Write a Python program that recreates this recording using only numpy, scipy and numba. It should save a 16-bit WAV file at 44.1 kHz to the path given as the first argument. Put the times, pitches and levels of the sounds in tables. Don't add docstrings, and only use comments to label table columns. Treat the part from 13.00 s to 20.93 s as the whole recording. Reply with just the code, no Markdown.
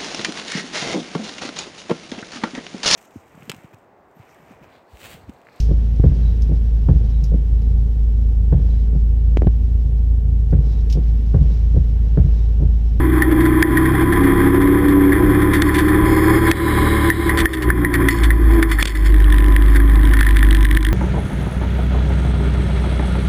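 import sys
import numpy as np
from scipy import signal
from scipy.fft import rfft, irfft
from scipy.io import wavfile
from scipy.ndimage import uniform_filter1d, minimum_filter1d, map_coordinates
from numba import njit

SR = 44100
rng = np.random.default_rng(int(sys.argv[2]) if len(sys.argv) > 2 else 0)


def int16_out(signal):
    q = np.round(np.clip(np.atleast_2d(signal).T, -1, 1) * 32767)
    wavfile.write(sys.argv[1], SR, q.astype(np.int16))


N = 349713
T = np.arange(N) / SR

# time in seconds, tyre lug strike rate in Hz.
LUG_RATE_HZ = [(0, 85.2), (.6, 84), (.85, 87.5), (1.08, 86.9), (1.22, 91.8), (1.53, 92.3), (1.8, 96.8),
               (2.07, 94.8), (2.35, 100.7), (2.62, 98.6), (2.95, 102.5), (3.1, 105.8), (3.25, 104.4),
               (3.4, 108), (3.75, 111.8), (3.92, 110.7), (4.2, 113), (4.4, 111.5), (4.72, 100.5),
               (4.88, 98.5), (5.05, 93.3), (5.45, 87.5), (5.6, 82.5), (6.3, 76), (6.7, 71), (7.93, 63)]
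# frequency in Hz, gain in dB.
LUG_RESPONSE_DB = [(150, -24), (200, -15), (230, -23), (250, -15), (275, 0), (300, 1), (335, -3), (355, -8),
                   (378, -6), (410, -15), (450, -19), (500, -19.5), (565, -23.5), (640, -38)]
# time in seconds, level in dB.
HUM_LEVEL_DB = [(0, -19), (.6, -15), (1.05, -21.5), (1.22, -15.5), (1.9, -13), (2.4, -16.5), (2.7, -21.5),
                (3.2, -14), (3.9, -14), (4.3, -19), (4.55, -19.5), (4.85, -23.5), (5.03, -15.5), (5.2, -33),
                (5.38, -30), (5.6, -8), (5.9, -39), (6.4, -26), (7.93, -25.5)]
# frequency in Hz, spectral density in dB.
RUMBLE_SPECTRUM_DB = [(15, -36), (35, -19), (51, 1.5), (65, -15), (110, -21), (150, -23), (185, -16),
                      (240, -21), (305, -5), (335, -6), (370, -13), (420, -25), (540, -28), (650, -34),
                      (2000, -60)]
# time in seconds, level in dB.
SPRAY_LEVEL_DB = [(2.48, -75), (2.55, -40), (2.9, -38), (3.05, -65), (4.3, -48), (4.55, -32), (4.75, -59),
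                  (5.05, -61), (5.11, -28.5), (5.35, -46), (5.7, -29.5), (5.95, -26.5), (6.3, -69),
                  (6.65, -54), (6.78, -41), (6.9, -62)]
# frequency in Hz, spectral density in dB.
SPRAY_SPECTRUM_DB = [(1200, -11.5), (1700, 4), (2000, 9.5), (2300, 0.5), (2750, -13), (3400, 0),
                     (4000, -21), (4450, 0), (4800, -26), (5100, -4.5), (6000, -31)]
# start and end in seconds, centre and resonator width in Hz, level in dB.
BELT_HISS_BANDS = [(3.05, 4.33, 2130, 200, -34), (3.05, 3.47, 4350, 380, -49), (3.05, 3.47, 5050, 400, -47),
                   (3.47, 4.3, 3300, 1000, -40), (3.47, 4.3, 3890, 280, -43), (3.47, 4.3, 4400, 450, -51),
                   (3.47, 4.3, 5050, 400, -52)]
# start in seconds, level in dB.
WHEEL_THUDS = [(1.548, -7), (1.825, -11), (1.968, -9)]
# start in seconds, ring and crack levels in dB, note in Hz,
# contact half-width in seconds.
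HARD_KNOCKS = [(.22, -8.5, -24, 1945, 0.0031), (.312, -16, -33, 1750, 0.02),
               (.452, -12.5, -28, 1820, 0.017), (.625, 5, -5.5, 1660, 0.0011), (.77, -11, -24, 2000, 0.012),
               (.854, -9.5, -28, 1780, 0.0074), (1.122, -13, -27, 1760, 0.018),
               (2.119, -12, -33, 1700, 0.049), (2.534, -11, -20.5, 2000, 0.035),
               (2.619, -7.5, -13, 1660, 0.0046), (2.685, -14.5, -34, 1950, 0.011),
               (2.742, -16, -21.5, 2000, 0.034), (2.783, -12, -19.5, 1960, 0.025),
               (3.5134, -2, 4.5, 1850, 0.0022), (4.1, 2, -10, 1840, 0.0017),
               (4.293, 1.5, -14, 1670, 0.0011), (4.373, -13, -17, 1840, 0.017),
               (4.388, -13, -16.5, 1820, 0.015), (4.402, -18, -18, 1770, 0.016),
               (4.455, 6.5, -3, 1810, 0.0013), (4.533, -9, -14.5, 2080, 0.014),
               (4.622, -16, -18, 1860, 0.015), (4.688, -19, -27, 1770, 0.0013),
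               (4.701, 7, -28, 1735, 0.0013), (4.847, 6.5, -23.5, 1864, 0.0021),
               (4.939, -2.5, -15, 2150, 0.011), (4.953, -5, -20, 1850, 0.0059),
               (5.085, 2.5, -6.5, 1790, 0.0048), (5.233, -12.5, -18, 1800, 0.022),
               (5.303, -10, -29, 1840, .007), (5.626, 1, -7, 1530, 0.0062), (5.714, -3, -12, 1950, .007),
               (5.785, -9.5, -30, 1880, 0.021), (5.826, -13, 8.5, 2160, 0.0012),
               (5.854, -24, -1.5, 2200, 0.0039), (5.873, -24, -10.5, 2200, .01),
               (6.76, -12, -25, 1560, .008), (6.8, -9.5, -33, 1860, 0.0048), (7.135, -5, -13, 1800, 0.0051),
               (7.168, -12, -22, 1860, 0.0035), (7.188, -11, -29, 1870, 0.0085),
               (7.208, 1.5, -15, 1860, .003), (7.228, -11, -26, 1800, .005),
               (7.265, -3.5, -19, 1810, 0.002), (7.427, -2.5, -15.5, 1830, 0.0016)]
# frequency in Hz, gain in dB.
BODY_RESPONSE_DB = [(300, -39), (900, -14.5), (1350, -5), (1600, -2), (1830, 0), (2150, -8), (2700, -55),
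                    (3500, -15), (4300, -70), (6000, -49)]
# frequency in Hz, width in Hz, gain in dB.
BODY_MODES = [(1789, 42, 7.5), (1883, 23.5, 9.5), (2003, 24, 5)]
# frequency in Hz, spectral density in dB.
CRACK_SPECTRUM_DB = [(300, -2.5), (900, -16.5), (1700, -6.5), (2250, 1.5), (2750, -8.5), (3500, 2.5),
                     (4000, -14), (4450, -5), (4850, -14.5), (5300, -14.5), (6500, -17)]
# time in seconds, tap level in dB.
BUZZ_LEVEL_DB = [(5.2, -41), (5.9, -49), (6.15, -17.5), (6.45, -19), (6.7, -24), (7.03, -22), (7.25, -16),
                 (7.5, -14.5), (7.93, -19)]
# start in seconds, level in dB.
PANEL_SLAPS = [(6.304, -14.5), (6.325, -11.5), (6.405, -18), (6.443, -16), (6.462, -21), (6.483, -24),
               (6.5639, -6.5), (6.9576, -11), (7.369, -7.5), (7.392, -13), (7.5095, -6), (7.5691, -12),
               (7.629, -10), (7.652, -5.5), (7.712, -9.5), (7.7496, -11.5), (7.772, -3), (7.829, -6),
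               (7.85, -3), (7.867, -7), (7.887, -6.5)]
# frequency in Hz, spectral density in dB.
EDGE_SPECTRUM_DB = [(400, -45), (1200, -17), (1800, 10), (2600, -10), (3400, -3), (4300, -17.5),
                    (6000, -24)]
# time in seconds, four-stroke cycle rate in Hz (two firings a cycle).
CYCLE_RATE_HZ = [(0, 30.55), (.6, 30.6), (.85, 32.6), (1.05, 33.1), (1.2, 34.9), (1.85, 35.85),
                 (2.05, 35.3), (2.7, 35.9), (3.45, 37.85), (3.9, 37.05), (4.42, 35.7), (4.64, 30),
                 (4.9, 29.4), (5.3, 27.2), (5.45, 27.7), (5.7, 25.4), (6.3, 24.85), (6.95, 25.7),
                 (7.6, 24.9), (7.93, 25.45)]
# time in seconds, exhaust level in dB, clatter level in dB.
LOAD_LEVELS_DB = [(0, -20, -32), (.8, -19.5, -28.5), (1.35, -13.5, -27.5), (2.1, -19.5, -31),
                  (2.35, -12.5, -28), (2.65, -18.5, -30), (3.35, -14, -25), (3.7, -16.5, -26.5),
                  (4.3, -18.5, -28.5), (4.55, -28, -34.5), (4.75, -17.5, -32), (5, -14.5, -28),
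                  (5.38, -25, -38.5), (5.6, -18.5, -25), (5.9, -32, -42), (6.4, -23.5, -34),
                  (7.93, -21.5, -37)]
# frequency in Hz, spectral density in dB.
CASING_SPECTRUM_DB = [(400, -2.5), (650, -7), (900, -33), (1060, 9), (1350, -2.5), (1750, 4.5),
                      (2150, -2.5), (2700, -38.5), (3300, -9.5), (3650, -19), (4050, -34.5), (4450, -23),
                      (4750, -45), (5100, -24), (6000, -57.5)]
# frequency in Hz, width in Hz, gain in dB.
CASING_RESONANCES = [(807.4, 39, -1), (1006.2, 15.4, 11.5), (2353, 44, -11)]
# multiple of the cycle rate, level in dB.
EXHAUST_ORDERS = [(1, 2.5), (3, 2.5), (4, 3.5), (5, -3), (6, -0.5), (7, -6.5), (8, -2.5), (9, -1.5),
                  (10, -4), (11, -7), (12, -1)]
# frequency in Hz, gain in dB.
CAB_RESPONSE_DB = [(25, -17), (36, -7), (85, -8), (110, -3), (130, 0.5), (140, -12), (150, -13), (178, -3),
                   (205, -9), (240, -11), (285, 2), (308, -2), (336, 3), (385, -5), (412, -13), (490, -19),
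                   (570, -24), (700, -38)]
# time in seconds, level in dB.
BOOM_LEVEL_DB = [(0, -17.5), (.8, -24), (1.6, -26.5), (2.4, -24.5), (4.3, -22.5), (4.62, -27),
                 (4.69, -14.5), (4.76, -21), (5.17, -21), (5.26, -12.5), (5.39, -16), (5.5, -10),
                 (5.72, -12.5), (5.93, -20.5), (6.12, -10.5), (7.93, -12.5)]


def undb(db):
    return 10 ** (np.asarray(db) / 20)


def unit(x):
    return x / np.sqrt(np.mean(x ** 2))


def curves(table):
    times_s, *columns = np.transpose(table)
    return [np.interp(T, times_s, column) for column in columns]


def gain_at(hz, spectrum):
    points_hz, db = np.transpose(spectrum)
    return undb(np.interp(np.log(hz + 1), np.log(points_hz), db)) / (1 + (hz / points_hz[-1] / 2) ** 6)


def colour(x, spectrum, size=16384):
    cepstrum = irfft(np.log(gain_at(np.arange(size // 2 + 1) * SR / size, spectrum)))
    cepstrum[1:size // 2] *= 2
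    cepstrum[size // 2 + 1:] = 0
    return signal.fftconvolve(x, irfft(np.exp(rfft(cepstrum))))[:len(x)]


def ring(x, hz, width_hz):
    return signal.lfilter(*signal.iirpeak(hz, hz / width_hz, fs=SR), x)


def muffle(x, hz):
    return signal.sosfilt(signal.butter(6, hz, fs=SR, output="sos"), x)


def walk(rate_hz):
    return 1.2 * map_coordinates(rng.standard_normal(4096), [T * rate_hz], order=2, mode="wrap")


def noise():
    return rng.standard_normal(N)


def add(track, start_s, sound):
    part = track[int(start_s * SR):][:len(sound)]
    part += sound[:len(part)]


def tyre_tone(lug_hz, order):
    lug_cycles = np.cumsum(lug_hz) / SR
    phase = 2 * np.pi * (order * lug_cycles + rng.random()) + .2 * walk(10)
    swell = 1 + .18 * walk(14) + .08 * walk(80)
    return gain_at(order * lug_hz, LUG_RESPONSE_DB) * np.sin(phase) * swell


def tyres(hum_db=2.5, rumble_db=-23, sway_db=2.5):
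    lug_hz, = curves(LUG_RATE_HZ)
    slowing = np.interp(T, [4.6, 5.7], [0, 1])
    hum = sum(tyre_tone(lug_hz, order) for order in (2, 3, 4, 5))
    gear = tyre_tone(lug_hz, order=3.7) * undb(-.5 - 9 * slowing)
    rumble = unit(colour(noise(), RUMBLE_SPECTRUM_DB))
    rumble *= undb(rumble_db - 4 * slowing + sway_db * walk(8.5))
    return (hum + gear) * undb(curves(HUM_LEVEL_DB)[0] + hum_db) + rumble


def snow_spray(grain_db=3.5, patch_db=4):
    grit = noise() * undb(grain_db * walk(400) + patch_db * walk(30))
    return unit(colour(grit, SPRAY_SPECTRUM_DB)) * undb(curves(SPRAY_LEVEL_DB)[0])


def belt(gain_db=1, flutter_db=1, fade_s=.013):
    flutter = undb(gain_db + flutter_db * walk(25.2))
    hiss = np.zeros(N)
    for start_s, end_s, hz, width_hz, db in BELT_HISS_BANDS:
        gate = np.clip(np.minimum(T - start_s, end_s - T) / fade_s + .5, 0, 1)
        band = noise()
        for _ in range(3):
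            band = ring(band, hz, width_hz)
        hiss += undb(db) * gate * unit(band)
    return hiss * flutter


def wheel_thuds(hz=450, decay_s=.0012):
    track, age_s = np.zeros(N), T[:SR // 20]
    blow = np.sin(2 * np.pi * hz * age_s) * np.exp(-age_s / decay_s)
    for start_s, db in WHEEL_THUDS:
        add(track, start_s, undb(db) * blow)
    return track


def small_knocks(rate_hz=2, note_hz=1940, note_scatter=.039, spread_db=.5, contact_s=.019):
    gap, strength, tuning = rng.random((64, 3)).T
    starts_s = np.cumsum(.3 + 1.4 * gap) / rate_hz
    offsets_db = spread_db * (2 * strength - 1)
    notes_hz = note_hz * (1 + note_scatter * (2 * tuning - 1))
    return [(start_s, db - 16.5, db - 29.5, hz, contact_s)
            for start_s, db, hz in zip(starts_s, offsets_db, notes_hz)]


def body_knocks(rise_s=.0017, blow_s=.0017, tail_s=.01, tail_db=-22, grit_db=2):
    chatter, notes, crack_envelope = np.zeros((3, N))
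    age_s = T[:SR // 5]
    blow = np.exp(-((age_s - rise_s) / blow_s) ** 2)
    tail = undb(tail_db) * np.exp(-age_s / tail_s)
    for start_s, ring_db, crack_db, hz, contact_s in list(HARD_KNOCKS) + small_knocks():
        contact = np.exp(-((age_s - rise_s) / contact_s) ** 2)
        add(chatter, start_s, undb(ring_db - 6) * (contact + tail))
        add(notes, start_s, undb(ring_db - 16) * blow * np.sin(2 * np.pi * hz * age_s))
        add(crack_envelope, start_s, undb(crack_db) * contact)
    force = notes + chatter * noise()
    modes = sum(undb(db) * ring(force, hz, width_hz) for hz, width_hz, db in BODY_MODES)
    body = colour(force, BODY_RESPONSE_DB) + muffle(modes, hz=2500)
    scrape = unit(noise() * undb(grit_db * walk(700)))
    crack = colour(crack_envelope * scrape, CRACK_SPECTRUM_DB)
    return undb(8.5) * body + undb(3.5) * crack


def loose_panel(cycles, decay_swings=.12, scatter_db=5, rub_db=-22, slap_s=.00068):
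    swings = 2 * cycles + .5 + .02 * walk(37)
    strengths = undb(scatter_db * np.clip(rng.standard_normal(1024), -2, 1.5))
    taps = strengths[swings.astype(int)] * (np.exp(-(swings % 1) / decay_swings) + undb(rub_db))
    cluster_db = -walk(39)
    contact = taps * undb(curves(BUZZ_LEVEL_DB)[0] + 4 + cluster_db)
    slap = np.exp(-T[:SR // 40] / slap_s)
    for start_s, db in PANEL_SLAPS:
        add(contact, start_s, undb(db + 11) * slap)
    return colour(noise() * contact, EDGE_SPECTRUM_DB)


def clatter(cycles, decay_firings=.99, floor=.94, flicker_db=1.17):
    pulses = floor + np.exp(-(2 * cycles % 1) / decay_firings)
    rasp = noise() * pulses * undb(flicker_db * walk(60))
    modes = sum(undb(db) * ring(rasp, hz, width_hz) for hz, width_hz, db in CASING_RESONANCES)
    return unit(colour(rasp, CASING_SPECTRUM_DB)) + undb(-3) * unit(muffle(modes, hz=2700))


def exhaust(cycle_hz, cycles):
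    tone = np.zeros(N)
    burn, jitter_rad = .15 * walk(45), .012 * walk(35)
    for order, db in EXHAUST_ORDERS:
        phase = 2 * np.pi * (order * cycles + rng.random()) + order * jitter_rad
        strength = 1 + burn + .1 * walk(10)
        tone += undb(db) * gain_at(order * cycle_hz, CAB_RESPONSE_DB) * np.sin(phase) * strength
    puffs = noise() * (1 + .5 * np.cos(4 * np.pi * cycles))
    gas = unit(colour(puffs, CAB_RESPONSE_DB))
    gas_share = np.interp(T, [4.3, 4.8], [.02, .12])
    return unit(tone) * np.sqrt(1 - gas_share) + gas * np.sqrt(gas_share)


def boom(cycles, second_db=-21, imbalance_db=-24):
    firing_phase = 4 * np.pi * cycles
    second = undb(second_db) * np.cos(2 * firing_phase)
    imbalance = undb(imbalance_db) * np.sin(1.5 * firing_phase)
    return unit(np.sin(firing_phase) + second + imbalance)


def engine(cycle_hz, cycles):
    boom_db, = curves(BOOM_LEVEL_DB)
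    exhaust_db, clatter_db = curves(LOAD_LEVELS_DB)
    return (boom(cycles) * undb(boom_db + 4)
            + exhaust(cycle_hz, cycles) * undb(exhaust_db)
            + clatter(cycles) * undb(clatter_db + 4.5))


def scene():
    cycle_hz, = curves(CYCLE_RATE_HZ)
    cycles = np.cumsum(cycle_hz) / SR
    machinery = engine(cycle_hz, cycles) + belt() + loose_panel(cycles)
    trail = tyres() + snow_spray() + body_knocks() + wheel_thuds()
    return (machinery + trail)[None]


@njit
def hold_peaks(x, ceiling, release):
    envelope, peak = np.empty(len(x)), ceiling
    for i in range(len(x)):
        peak = max(x[i], peak * release, ceiling)
        envelope[i] = peak
    return envelope


def limiter(x, ceiling=.76, release_s=.23, window_samples=64):
    gain = ceiling / hold_peaks(np.abs(x), ceiling, np.exp(-1 / (release_s * SR)))
    return x * uniform_filter1d(minimum_filter1d(gain, window_samples), window_samples)


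def record(dry, full_scale=.69, hold_hz=12000, top_hz=14500):
    limited = limiter(dry[0])
    rounded = limited / (1 + (limited / full_scale) ** 6) ** (1 / 6)
    baseband = muffle(rounded, hold_hz / 2)
    images = np.diff(baseband, prepend=0) * 2 * np.cos(2 * np.pi * hold_hz * T)
    sizzle = signal.lfilter([.85], [1, -.9], images)
    low_pass = signal.ellip(8, .2, 70, top_hz, fs=SR, output="sos")
    return signal.sosfilt(low_pass, baseband + sizzle)[None]


dry = scene()
out = record(dry)
int16_out(out)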